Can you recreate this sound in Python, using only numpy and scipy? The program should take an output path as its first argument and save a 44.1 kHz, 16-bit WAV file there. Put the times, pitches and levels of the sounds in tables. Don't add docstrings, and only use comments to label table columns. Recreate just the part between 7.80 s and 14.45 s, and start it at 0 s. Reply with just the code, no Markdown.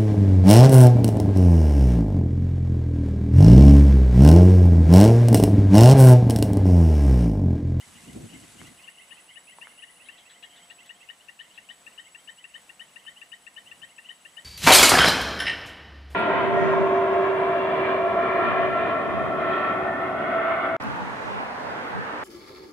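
import sys
import numpy as np
from scipy import signal
from scipy.fft import rfft, irfft
from scipy.io import wavfile
from scipy.ndimage import uniform_filter1d

SR = 44100
rng = np.random.default_rng(int(sys.argv[2]) if len(sys.argv) > 2 else 0)


def transcribe(u):
    v = np.clip(np.atleast_2d(u).T, -1, 1)
    q = np.round(v * 32767).astype(np.int16)
    wavfile.write(sys.argv[1], SR, q)


N = 293157
TIME = np.arange(N) / SR
# frequency_hz, side_db
DIFFUSE_WIDTH = [(30, -38), (200, -17.5), (700, -5), (3000, -5.5), (6000, -7.5), (9000, -8.5), (12000, -45)]


def undb(db):
    return 10 ** (np.asarray(db) / 20)


def unit(x):
    return x / np.sqrt(np.mean(x ** 2))


def curve(rows, at=TIME):
    return np.interp(at, *np.transpose(rows))


def sine(hz):
    return np.sin(2 * np.pi * np.cumsum(hz) / SR)


def gains(rows):
    hz, db = np.transpose(rows)
    line_hz = np.arange(N // 2 + 1) * SR / N
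    return undb(np.interp(np.log(line_hz + 1), np.log(hz), db))


def walk(rate_hz):
    hold = int(SR / rate_hz)
    steps = np.repeat(rng.standard_normal(N // hold + 1), hold)
    return 1.334 * uniform_filter1d(uniform_filter1d(steps, hold), hold)[:N]


def swells(rows, rise_db_per_s, fall_db_per_s):
    return np.max([db - rise_db_per_s * np.maximum(s - TIME, 0)
                   - fall_db_per_s * np.maximum(TIME - s - length_s, 0)
                   for s, length_s, db in rows], axis=0)


def ring(x, hz, width_hz):
    return signal.lfilter(*signal.iirpeak(hz, hz / width_hz, fs=SR), x)


def pan(x, db):
    return x * undb(np.array([[db], [-db]]) / 2)


def add(out, s, x):
    i = int(np.clip(s * SR, 0, N - 1))
    out[..., i:i + x.shape[-1]] += x[..., :N - i]


def noise(colour, width):
    mid, side = rfft(rng.standard_normal((2, N))) * gains(colour)
    mid, side = irfft(mid, N), irfft(side * gains(width), N)
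    return np.array([mid + side, mid - side]) / np.std(mid)


def banks(x, early_db, early_s, late_db, late_s):
    t = TIME[:SR // 2]
    arrival = np.clip(t / .0032 - 1, 0, 1)
    early, late = (np.exp(-np.log(1000) * t / t60) * arrival for t60 in (early_s, late_s))
    shape = undb(early_db) * early / np.linalg.norm(early) + undb(late_db) * late / np.linalg.norm(late)
    return signal.fftconvolve(x[None], shape * rng.standard_normal((2, len(t))), axes=1)[:, :N]


def air():
    # frequency_hz, density_db
    colour = [(25, -13), (60, -8.5), (120, -4.5), (180, 3), (270, 0), (400, -2.5), (600, 2), (950, 1.5),
              (1400, -2), (3700, -5), (5000, -10), (7000, -8.5), (9000, -6.5), (12000, -16), (15500, -17.5)]
    # start_s, length_s, level_db
    hum_swells = [(.25, .3, -71), (2.4, 0.57, -72.5), (3.9, 0.18, -75.5), (5.7, .3, -75)]
    hum_hz, floor_db = 702, -79
    hum_db = np.maximum(floor_db, swells(hum_swells, rise_db_per_s=26, fall_db_per_s=18)) + 3 * walk(12)
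    hum = np.sqrt(2) * sine(hum_hz + 3 * walk(12)) * undb(hum_db)
    hiss = noise(colour, DIFFUSE_WIDTH) * undb(-59.9 + .79 * walk(12))
    return hiss + pan(hum, db=8)


def cricket():
    # time_s, strokes_per_s
    rate = [(0, 16.2), (2.2, 16.2), (4.4, 16.03), (5.4, 16.35), (6.65, 16.2)]
    # time_s, level_db
    loudness = [(0, -61.5), (.6, -59), (1.2, -62.5), (1.65, -60), (2.2, -65.5), (2.55, -59.5),
                (3.05, -57.5), (3.3, -68), (3.8, -65), (4.0, -58.5), (4.7, -59), (5.3, -62), (6.65, -61)]
    harp_hz = 7868
    stroke = (.57 + np.cumsum(curve(rate)) / SR) % 1
    force = np.interp(stroke, [0, .15, .42, .65, .87, 1], [.08, .3, 1, .9, .14, .08])
    force *= undb(1.7 * walk(25) + 1.6 * walk(220))
    dry = unit(force * sine(harp_hz + 15 * walk(70))) * undb(curve(loudness) - 4.5)
    return pan(dry, db=0) + banks(dry, early_db=-18.5, early_s=.073, late_db=-17, late_s=.44)


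def sliding_cricket():
    # time_s, strokes_per_s
    rate = [(0, 16.55), (2.5, 16.55), (3.4, 16.9), (4.4, 16.5), (6.65, 16.5)]
    stroke = (np.cumsum(curve(rate)) / SR - .1) % 1
    hz = np.interp(stroke, [0, .2, .5, .85], [8160, 7950, 7810, 7730]) + 32 * walk(150)
    force = np.interp(stroke, [0, .1, .3, .7, .88], [.1, 1, .5, .33, .45]) * undb(2 * walk(200))
    return pan(unit(force * sine(hz)) * undb(-69.5), db=1)


def bush_cricket(rate, loudness, upper_share, start_phase, rest_force):
    stroke = (start_phase + np.cumsum(curve(rate)) / SR) % 1
    force = rest_force + np.interp(stroke, [0, .1, .42, .7, .9, 1], [0, .33, .83, .73, 0, 0])
    teeth_per_s = 2200
    teeth = (rng.random((2, N)) < teeth_per_s / SR) * rng.standard_normal((2, N))
    lower = unit(ring(ring(teeth[0], 9640, 260), 9300, 1100))
    upper = unit(ring(ring(teeth[1], 10010, 300), 9940, 900))
    wing = (1 - upper_share) * lower + upper_share * upper
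    return pan(unit(wing * force) * undb(curve(loudness) - 4.5), db=2.5)


def bush_crickets():
    # time_s, strokes_per_s
    near_rate = [(0, 8.4), (.65, 8.5), (.85, 6.9), (1.05, 8.6), (2.3, 8.6)]
    far_rate = [(3.3, 9.25), (4.14, 8.54), (4.97, 8.23), (5.81, 8.64), (6.65, 7.88)]
    # time_s, level_db
    near_loudness = [(0, -68), (.9, -61), (1.6, -58), (2.29, -56), (2.31, -85)]
    far_loudness = [(0, -64), (3.2, -71), (3.8, -70.5), (4.6, -65), (6.65, -65)]
    # time_s, share_0_to_1
    near_upper = [(0, .2), (1.35, 0.5), (1.65, 0.48), (2.3, 0.52)]
    near = bush_cricket(near_rate, near_loudness, curve(near_upper), start_phase=.49, rest_force=.63)
    far = bush_cricket(far_rate, far_loudness, upper_share=.47, start_phase=0, rest_force=.12)
    return near + far


def far_chirp(hz, first_db, second_db, length_s):
    along = TIME[:int(2.2 * length_s * SR)] / length_s
    high = np.interp(along, [0, .35, .65, 1.05], [.44, 1, 1, .06]) * sine(hz * (.91 + .16 * along))
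    low_hz = rng.uniform(1950, 2170) * (.81 + .1785 * along)
    low = np.interp(along, [.65, 1.05, 1.6], [0, 1, 0]) * sine(low_hz)
    return undb(first_db) * high + undb(second_db) * low


def far_frogs():
    voices = {"left": (2970, 2.8, 12), "ahead": (2930, 0, 2), "right": (2730, -3.5, -8),
              "high": (2960, -10, 3)}
    # start_s, name, level_db
    calls = [(0, "ahead", -50.5), (.147, "high", -55), (.24, "right", -56.5), (.278, "left", -56.5),
             (.494, "high", -52), (.528, "left", -53), (.784, "left", -53), (.85, "ahead", -51.5),
             (.992, "right", -55), (1.037, "high", -48), (1.178, "ahead", -48.5), (1.214, "right", -54),
             (1.374, "right", -52.5), (1.489, "ahead", -49), (1.676, "right", -49.5), (1.706, "left", -55),
             (1.828, "ahead", -46.5), (1.983, "high", -46.5), (2.077, "left", -56.5),
             (2.202, "right", -51.5), (2.332, "ahead", -55), (2.458, "right", -54), (2.987, "right", -51.5),
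             (3.21, "right", -51.5), (3.402, "high", -54.5), (3.706, "high", -54), (4.248, "left", -57),
             (4.58, "high", -50), (5.366, "high", -47), (5.867, "high", -47), (6.094, "ahead", -55),
             (6.251, "high", -46)]
    out = np.zeros((2, N))
    for s, name, db in calls:
        hz, second_db, pan_db = voices[name]
        call = far_chirp(hz + 30 * rng.standard_normal(), db, db + second_db, length_s=.0268)
        add(out, s - .005, pan(call, pan_db))
    for when, pitch, strength, second, place, length in rng.random((95, 6)):
        db = -62.5 + 8 * strength - 4 * when
        call = far_chirp(2700 + 520 * pitch, db, db - 4.5 + 7 * second, .02 + .0163 * length)
        add(out, when * N / SR, pan(call, 12 * (place - .5)))
    return out + banks(out.mean(0), early_db=-7.5, early_s=.053, late_db=-4.5, late_s=1)


def handling():
    # start_s, length_s, level_db
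    grips = [(.1, .15, -57), (.305, .03, -46.5), (.36, 0.027, -38), (.42, .04, -40.5), (.5, .045, -44.5),
             (.612, .01, -50.5), (.68, .05, -56), (.76, .08, -48.5), (.87, .06, -55), (5.87, .16, -68.5)]
    # frequency_hz, density_db
    body_colour = [(20, -42), (35, -36), (55, -6), (110, -1.5), (160, -1), (240, 1.2), (320, -4.5),
                   (420, -12), (600, -19.5), (900, -32), (1500, -90)]
    sleeve_colour = [(500, -4), (1500, 0), (3000, 0), (5000, -4), (7500, 0), (9500, -1), (12000, -10),
                     (15000, -22)]
    # frequency_hz, side_db
    body_width = [(30, -22), (150, -18), (350, -8), (700, 0.5)]
    # time_s, level_db
    sleeve_loudness = [(0, -55), (.5, -55), (.88, -54.5), (.95, -62.5), (1.1, -65), (1.5, -67)]
    left_delay_s = .00062
    left, right = noise(body_colour, body_width)
    body = np.array([np.roll(left, int(left_delay_s * SR)), right])
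    rumble = unit(body) * undb(swells(grips, rise_db_per_s=220, fall_db_per_s=200) + 2.5 * walk(45))
    sleeve = noise(sleeve_colour, DIFFUSE_WIDTH)
    return rumble + sleeve * undb(curve(sleeve_loudness) + .87 * walk(40.4) + walk(350))


def ticks():
    # start_s, level_db
    clicks = [(.33, -47), (.409, -48), (.869, -47), (1.024, -49), (1.1, -53), (3.06, -50)]
    decay_s = .0066
    dry = np.zeros(N)
    t = TIME[:SR // 50]
    for s, db in clicks:
        add(dry, s, undb(db) * np.exp(-t / decay_s) * rng.standard_normal(len(t)))
    return ring(dry, hz=6200, width_hz=6000)


def plips():
    # start_s, level_db, pitch_hz, t60_s
    bubbles = [(.816, -29, 1490, 0.0017), (1.7856, -38.5, 953, 0.011), (1.8713, -31.5, 1600, 0.003),
               (5.253, -47, 1180, 0.0076)]
    dry = np.zeros(N)
    t = TIME[:SR // 20]
    for s, db, hz, t60 in bubbles:
        bubble = np.exp(-np.log(1000) * t / t60) * np.sin(2 * np.pi * hz * t)
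        add(dry, s, undb(db + 5.5) * ring(bubble, hz, 1.5 * hz))
    return pan(dry, db=1) + banks(dry, early_db=-16, early_s=.036, late_db=-11, late_s=.55)


def near_chirp(first_s, second_s, hz, first_db, second_db):
    # length_s, strength_0_to_1
    onset = [(.009, .95), (.014, .6)]
    t = TIME[:int((first_s + second_s + .03) * SR)]
    high_hz = hz * (1 + .9 * t - .17 * np.exp(-t / (.31 * first_s)))
    swell_s = [0, .003, max(first_s - .007, .0031), max(first_s - .004, .004), first_s]
    swell = np.interp(t, swell_s, [0, curve(onset, at=first_s), .55, 1, 1])
    fade = np.interp(t - first_s, [-.001, .001, .36 * second_s, second_s + .0013], [1, .5, .42, .044])
    high = swell * fade * sine(high_hz)
    low_start_hz, glide_hz = 1785, 134
    along = (t - first_s) / second_s
    low_hz = low_start_hz + glide_hz * np.clip(along, 0, 1.5) + 15 * rng.standard_normal()
    force = np.interp(along, [.033, .071, .6, .91, .92], [.097, .75, .96, .57, .065])
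    octave = undb(-15.5) * force * min(second_s / .017, 1) ** 1.3
    low = force * (sine(low_hz) + octave * sine(2 * low_hz))
    return undb(first_db) * high + undb(second_db) * low


def near_frog():
    # start_s, length_s, level_db
    calls = [(1.074, 0.02, -38.5), (1.307, .026, -37.5), (1.556, 0.029, -37.5), (1.813, 0.021, -36.5),
             (2.021, .026, -35.5), (2.285, 0.017, -37.5), (2.627, 0.027, -38), (2.899, .024, -38),
             (3.091, 0.025, -36), (3.287, .027, -35.5), (3.4836, .016, -36), (3.59, .031, -36),
             (3.7756, .016, -36), (3.887, 0.033, -35.5), (4.064, .02, -37.5), (4.177, .03, -35),
             (4.346, .016, -36.5), (4.474, 0.032, -34.5), (4.64, 0.017, -37.5), (4.7395, 0.03, -34.5),
             (4.892, .016, -37.5), (4.994, .034, -35.5), (5.158, 0.017, -37.5), (5.263, .033, -35),
             (5.4143, .018, -37.5), (5.517, 0.03, -35.5), (5.665, 0.017, -37), (5.762, 0.031, -36),
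             (5.913, .016, -36.5), (6.016, .037, -36), (6.181, .016, -36.5), (6.287, 0.032, -35),
             (6.45, 0.016, -38), (6.566, 0.035, -35.5)]
    # length_s, pitch_hz
    pitches = [(.021, 2775), (.031, 2995)]
    dry = np.zeros(N)
    for s, length_s, db in calls:
        hz = rng.normal(curve(pitches, at=length_s), 18)
        first_db, second_db = rng.normal([db, db - 2.5], .5)
        first_s = length_s * np.clip(.57 - .028 * s, .25, .75)
        add(dry, s, near_chirp(first_s, length_s - first_s, hz, first_db, second_db))
    dry *= undb(-4.9 + 1.26 * walk(450))
    return pan(dry, db=12.5) + banks(dry, early_db=-7, early_s=.04, late_db=-13, late_s=.56)


def rasps():
    # start_s, level_db
    bursts = [(2.255, -56.5), (2.376, -55.5), (2.496, -52), (2.624, -53.5), (2.759, -55), (2.898, -55.5),
              (3.055, -58), (3.595, -56.5), (3.74, -59), (3.9, -58.5)]
    push = np.zeros(N)
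    shape = np.interp(TIME[:SR // 8], [0, .003, .018, .03, .07], [.67, 1, 1, .39, 0])
    for s, db in bursts:
        add(push, s, undb(db) * shape)
    body = np.zeros(N)
    for hz, width_hz, db in [(1800, 660, 0), (3360, 830, 2.5), (3910, 380, .5)]:
        scrape = rng.standard_normal(N)
        for stage_width_hz in (width_hz, width_hz, 2 * width_hz):
            scrape = ring(scrape, hz, stage_width_hz)
        body += undb(db) * scrape
    dry = unit(body) * push * undb(-1)
    return pan(dry, db=2) + banks(dry, early_db=-13, early_s=.091, late_db=-21, late_s=.4)


def scene():
    insects = bush_crickets() + cricket() + sliding_cricket() + rasps()
    return insects + near_frog() + far_frogs() + plips() + ticks() + handling() + air()


def record(dry):
    top_hz = 15250
    return signal.sosfilt(signal.ellip(10, .1, 70, top_hz, fs=SR, output="sos"), dry)


dry = scene()
out = record(dry)
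transcribe(out)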